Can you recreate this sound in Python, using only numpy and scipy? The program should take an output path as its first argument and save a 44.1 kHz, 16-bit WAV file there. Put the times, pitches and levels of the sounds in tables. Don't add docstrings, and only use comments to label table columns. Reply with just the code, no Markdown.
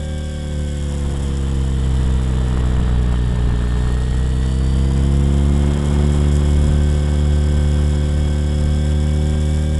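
import sys
import numpy as np
from scipy import signal
from scipy.fft import rfft, irfft, next_fast_len
from scipy.io import wavfile
from scipy.ndimage import uniform_filter1d, map_coordinates

SR = 44100
rng = np.random.default_rng(int(sys.argv[2]) if len(sys.argv) > 2 else 0)


def gain_from_db(level_db):
    decades = np.asarray(level_db, float) / 20
    return 10 ** decades


def dump_mix(stems):
    frames = np.atleast_2d(stems).T
    limited = np.clip(frames, -1, 1)
    pcm = np.round(limited * 32767).astype(np.int16)
    wavfile.write(sys.argv[1], SR, pcm)


N = 431738

# (time [s], blade-pass rate [Hz])
SPEED = [(0.0, 75.984), (0.6, 73.612), (1.3, 68.782), (1.8, 65.689), (2.23, 64.165), (2.7, 62.499),
         (2.96, 61.339), (3.41, 59.895), (3.7, 60.167), (4.18, 62.877), (4.59, 65.163), (5.21, 69.591),
         (5.63, 71.493), (6.09, 72.71), (6.88, 73.466), (8.4, 73.696), (9.37, 75.484), (9.79, 75.893)]
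# (time [s], slap level [dB], sharpness [dB per overtone], forward lean [rad])
THRUST = [(0, -25, 0, 0.35), (.45, -25, 1, 0.35), (.9, -22, .5, 0.19), (1.4, -20, 0.5, 0.37),
          (1.95, -17, -0.5, 0.25), (2.55, -17.5, 1, 0.32), (3.2, -17, 0, 0.62), (3.9, -17, -1, 0.51),
          (4.5, -17.5, 0, 0.56), (5.1, -15, 1, 0.5), (5.6, -16, 2, 0.66), (6.1, -15.5, 1.5, 0.77),
          (6.65, -14, -0.5, 0.9), (7.2, -15.5, -.5, 0.64), (7.9, -15, -.5, 0.16), (8.3, -17.5, 0, .03),
          (9.3, -17, .5, 0.19), (9.79, -18.5, 0, 0.055)]
# (time [s], change [dB], length [s])
SWINGS = [(.4, 1.5, .3), (1.42, -12, .3), (2.9, 6, .4), (3.7, -8, .25), (4.15, 10, 0.45), (4.75, 7, .3),
          (5.15, 7, .25), (5.55, 5, .2), (6.7, 13, 0.42), (8.2, 8, .3), (8.63, 9, .25), (9.3, 7, .2),
          (9.75, 7, 0.43)]
TRAIL = {.5: .8, 1.5: -1.6, 3.5: -1.6, 2.5: 2.5, 7.5: 3.8}


def unit(x):
    return x / np.sqrt(np.mean(x ** 2) + 1e-20)


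def curves(rows):
    s, *columns = np.transpose(rows)
    t = np.arange(N) / SR
    return [np.interp(t, s, column) for column in columns]


def wobble(rate):
    coarse = np.arange(0, N + 16, 16)
    knots = rng.standard_normal(int(N * rate / SR) + 4)
    return np.interp(np.arange(N), coarse, map_coordinates(knots, [coarse * rate / SR]))


def swells(rows):
    t = np.arange(0, N, 64) / SR
    total_db = sum(db * np.exp(-(2 * (t - s) / length) ** 2) for s, db, length in rows)
    return np.interp(np.arange(N) / SR, t, total_db)


def filtered(x, response):
    m = next_fast_len(N + SR // 2)
    return irfft(rfft(x, m) * response(np.fft.rfftfreq(m, 1 / SR)), m)[..., :N]


def colour(points):
    f, db = np.transpose(points)
    return lambda hz: gain_from_db(np.interp(np.log(hz + 1), np.log(f + 1), db, left=-120, right=-120))


def resonant(modes):
    def response(f):
        total = 0
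        for k, (centre, width, db) in enumerate(modes):
            total = total + (-1) ** k * gain_from_db(db) * 1j * f * width / (centre * centre - f * f + 1j * f * width)
        return total
    return response


def tone(angle, db, flutter_db, slip):
    strength = np.sqrt(2) * gain_from_db(db + np.clip(flutter_db, 0, 2) * wobble(12))
    return strength * np.cos(angle + slip * wobble(25))


def wake():
    # (blade-pass rate [Hz], crack [dB])
    crack_by_speed = [(62, 9.5), (64.5, 5.5), (67, 2.5), (72, .5), (73.5, 0)]
    return np.interp(curves(SPEED)[0], *np.transpose(crack_by_speed))


def crack(angle):
    skew, crack_db = curves(THRUST)[2], wake()
    pulse = np.exp(6 * (np.cos(angle - skew) - 1)) - .3
    return crack_db * (1.05 + .2 * wobble(60)) * pulse


def loading():
    # (time [s], change [dB], length [s])
    pockets = [(.15, 2, .1), (.6, 3, 0.11), (1.05, 1.5, .12), (1.6, 1, 0.072), (2.25, -2, .12),
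               (4.05, -2.5, 0.15), (5.8, -4.5, .2), (6.0, 0.5, .1), (6.15, -0.5, 0.12), (4.2, 1, 0.09),
               (7.03, -2.5, .2), (8.1, -2, .15)]
    slap_db, sharp_db, lean = curves(THRUST)
    pocket_db = swells(pockets)
    overtone_db = slap_db + 0.59 * pocket_db
    second_db = overtone_db - 6 + sharp_db
    third_db = overtone_db - 12 + 2 * sharp_db
    tail_db = third_db - 7 - 0.57 * wake() + 1.73 * lean + 0.7 * wobble(2.544)
    return slap_db + pocket_db, second_db, third_db, tail_db


def blades(angle):
    # (order [multiples of blade pass], level re third overtone [dB])
    slap_upper = [(4, -6.5), (6, -17), (8, -26.5), (9, -27.5), (12, -35)]
    # (order [multiples of blade pass], level re imbalance [dB])
    uneven = [(.5, -1), (1.5, -9), (3.5, -17)]
    slap_db, second_db, third_db, tail_db = loading()
    turn_db = -37.5 + swells(SWINGS)
    skew = curves(THRUST)[2]
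    orders = [
        (1, slap_db + 0.37 * wobble(7)),
        (2, second_db + 0.28 * wobble(7)),
        (3, third_db + 0.27 * wobble(7)),
        (5, tail_db),
    ]
    orders += [(k, third_db + db) for k, db in slap_upper]
    ragged = 1 + .07 * wake()
    slap = sum(tone(k * (angle - skew) + skew, db, flutter_db=.5, slip=0.028 * k * ragged)
               for k, db in orders)
    imbalance = sum(tone(k * angle + TRAIL[k], turn_db + db, flutter_db=5.0, slip=0.42)
                    for k, db in uneven)
    return slap + imbalance


def carried(line):
    order, db_per_rate, path = line
    speed, = curves(SPEED)
    torque = uniform_filter1d(np.gradient(speed) * SR, int(.4 * SR))
    return np.interp(order * speed, *np.transpose(path)) + db_per_rate * torque


def drive(angle):
    pole = 21, .1, [(1260, -59), (1320, -56), (1390, -61), (1460, -70), (1515, -53), (1545, -48.5),
            (1600, -49.5)]
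    side_band = 63, -.2, [(3780, -58), (3970, -60.5), (4060, -61), (4200, -66), (4400, -71), (4530, -67),
                 (4630, -62.5), (4790, -65.5)]
    gear_mesh = 70, 1.1, [(4200, -59), (4400, -63), (4600, -57.5), (4760, -62), (4900, -76), (5080, -56),
                 (5180, -52), (5320, -56.5)]
    mesh_over = 140, 1.2, [(8400, -72), (8800, -68), (9000, -63), (9250, -63), (9900, -70), (10300, -66),
                 (10640, -70)]
    tail_over = 10, .6, [(600, -56), (630, -55), (650, -50), (700, -49.5), (722, -51), (736, -48.5),
                 (760, -47)]
    tail_gear = 30, .5, [(1800, -48), (1900, -50), (2050, -58.5), (2170, -52), (2280, -52.5)]
    tail_belt = 45, .3, [(2700, -62), (2880, -60.5), (3020, -55), (3130, -57), (3230, -50.5), (3330, -48.5),
                 (3420, -49.5)]
    # (order [multiples of blade pass], level [dB])
    weak_lines = [(15, -55), (27.5, -54), (28, -54), (46.75, -53.5), (56, -54), (77, -61)]
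    # (frequency [Hz], width [Hz], level [dB])
    boom = [(1000, 300, 0), (1740, 280, 0), (3070, 300, 0), (3640, 200, 0), (4640, 180, 0), (5250, 400, -1)]

    motor = tone(7 * angle + 3.4, -38.8, flutter_db=.8, slip=.1)
    motor += tone(21 * angle, carried(pole) + 1, flutter_db=1.2, slip=.2)
    motor += tone(63 * angle, carried(side_band) + 1, flutter_db=1, slip=.3)

    shaft_db = -39 + 0.35 * swells(SWINGS)
    lines = [(2.5, shaft_db), (7.5, shaft_db - 8.5), (10, carried(tail_over)),
             (30, carried(tail_gear)), (45, carried(tail_belt))]
    tail = sum(tone(k * angle + TRAIL.get(k, 0), db, flutter_db=1.0, slip=0.14) for k, db in lines)

    depth = np.interp(curves(SPEED)[0], [66, 72], [.25, .9])
    runout = (1 + depth * np.cos(angle / 2 + 0.8)) / np.sqrt(1 + depth ** 2 / 2)
    mesh = tone(70 * angle, carried(gear_mesh) + .5, flutter_db=1, slip=.4)
    mesh += tone(140 * angle, carried(mesh_over), flutter_db=1, slip=.8)

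    weak = sum(tone(k * angle, db, flutter_db=1.5, slip=0.15) for k, db in weak_lines)
    return motor + tail + runout * mesh + filtered(weak, lambda hz: resonant(boom)(hz) ** 2)


def rattle(angle):
    # (frequency [Hz], width [Hz], level [dB])
    frame_modes = [(1738, 270, 0.5), (3035, 380, 3), (3367, 420, 3.5), (3742, 260, -0.5), (4710, 780, -12)]
    link_modes = [(5210, 510, -5.5), (5860, 500, -7), (6860, 610, -4), (7750, 413, 0.5), (9460, 1060, -5.5),
                  (10950, 1380, -11.5)]
    # (time [s], change [dB], length [s])
    shakes = [(.9, 2.5, 1), (1.24, 3, .06), (1.285, 5, .012), (3.1, -3, 1), (5.89, 1.5, .1), (6.15, 4, .08),
              (6.35, 5, .06), (6.49, 2.5, .06), (6.65, 3, .08), (8.94, -2, .05), (9.55, 1.5, 0.43)]
    over_speed = curves(SPEED)[0] - 73.5
    over_slap = curves(THRUST)[0] + 16
    loose_db = 0.19 * over_speed + 0.34 * over_slap
    frame_db = -45.5 + 0.22 * over_slap + 0.033 * loose_db
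    links_db = -44 + loose_db + swells(shakes)

    cycle = np.cos(angle - 2.1) + .6 * np.cos(2 * angle - 3.6) + .7 * np.cos(angle / 2 + .5)
    shaft = np.cos(2.5 * angle + 1.1)
    chatter = 2.63 * wobble(600) + 0.61 * wobble(110) + 0.082 * wobble(16)
    ticks = (rng.random(N) < 90 / SR) * rng.standard_normal(N) * 6
    contacts = gain_from_db(2.4 * cycle + 2.1 * shaft + chatter) * (rng.standard_normal(N) + ticks)
    links = unit(filtered(contacts, resonant(link_modes)))
    throb = gain_from_db(1.35 * shaft + 0.45 * chatter + .5 * crack(angle)) * rng.standard_normal(N)
    frame = unit(filtered(throb, resonant(frame_modes)))
    return gain_from_db(links_db - 0.44) * links + gain_from_db(frame_db + 2.0) * frame


def wash(angle):
    # (time [s], level [dB])
    turbulence = [(0, -52.5), (.5, -50.5), (1.23, -42.5), (1.45, -43.5), (2.1, -42), (2.56, -39),
                  (3.0, -40.5), (3.4, -41), (3.85, -39.5), (4.2, -43), (4.55, -44), (5.4, -41), (5.7, -38),
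                  (6.05, -38), (6.8, -42), (7.55, -42.5), (8.5, -44), (9.79, -46.5)]
    # (time [s], change [dB], length [s])
    gusts = [(0, 9, 0.068), (1.23, 8, 0.22), (2.1, 8, 0.25), (2.56, 4, 0.091), (2.78, 7, 0.13),
             (3.05, 4, 0.42), (3.3, 9, .12), (3.49, 6, 0.12), (3.82, 4, 0.17), (4.1, 5, .12), (4.62, 0, .1),
             (5.05, 4, .15), (5.48, 4, .1), (6.02, 2, .25), (6.66, 10, .15), (7.58, 6, .1),
             (8.28, 4.5, 0.18), (8.65, 3, .3)]
    # (frequency [Hz], density [dB per Hz])
    buffet_colour = [(2, -16), (10, -1.5), (25, 1), (45, -4.5), (100, -6.5), (200, -16), (400, -31.5),
                     (700, -51)]
    rush_colour = [(150, 8), (300, 5), (600, -0.5), (1000, -1.5), (1500, -7), (1850, -12.5), (2400, -14.5),
                   (4000, -19), (9000, -68)]
    # (frequency [Hz], level [dB])
    snap_colour = [(250, -40), (600, 0), (1500, 0), (3500, -14), (8000, -50)]
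    skew, crack_db = curves(THRUST)[2], wake()
    rush_db, = curves(turbulence)
    gust_db = swells(gusts)
    buffet_db = -36 + 0.96 * (rush_db - rush_db.mean()) + 0.27 * crack_db + gust_db
    rush_db = rush_db + 0.075 * gust_db

    gust = wobble(9)
    buffet = gain_from_db(1.2 * gust) * filtered(rng.standard_normal(N), colour(buffet_colour))
    calm = 1 - .6 * np.exp(3 * (np.cos(angle - skew) - 1))
    lumps = gain_from_db(.6 * crack(angle) + .5 * gust + 1.4 * wobble(90))
    rush = filtered(lumps * rng.standard_normal(N), colour(rush_colour))
    push = np.exp(400 * (np.cos(angle - skew + .12 * wobble(40)) - 1))
    spike = gain_from_db(3.2 * wobble(50)) * push
    snap = crack_db / 9 * unit(filtered(spike, colour(snap_colour)))
    return gain_from_db(buffet_db + 3) * calm * unit(buffet) + gain_from_db(rush_db + 6.5) * unit(rush) + gain_from_db(rush_db - 3) * snap


def scene():
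    angle = 2 * np.pi * np.cumsum(curves(SPEED)[0]) / SR - .62
    return (blades(angle) + drive(angle - .2) + rattle(angle - .2) + wash(angle))[None]


def top_cut(x):
    return signal.sosfilt(signal.butter(12, 12390, fs=SR, output="sos"), x)


def record(dry):
    # (frequency [Hz], level [dB])
    mic_response = [(1, -6), (6, -0.5), (10500, 0.5), (11500, -1.5), (12000, -7), (12500, -45),
                    (13500, -70)]
    squashed = dry / (1 + np.abs(dry / .72) ** 4) ** (1 / 4)
    mix = filtered(squashed, colour(mic_response)) - .0076
    return top_cut(mix)


dry = scene()
out = record(dry)
dump_mix(out)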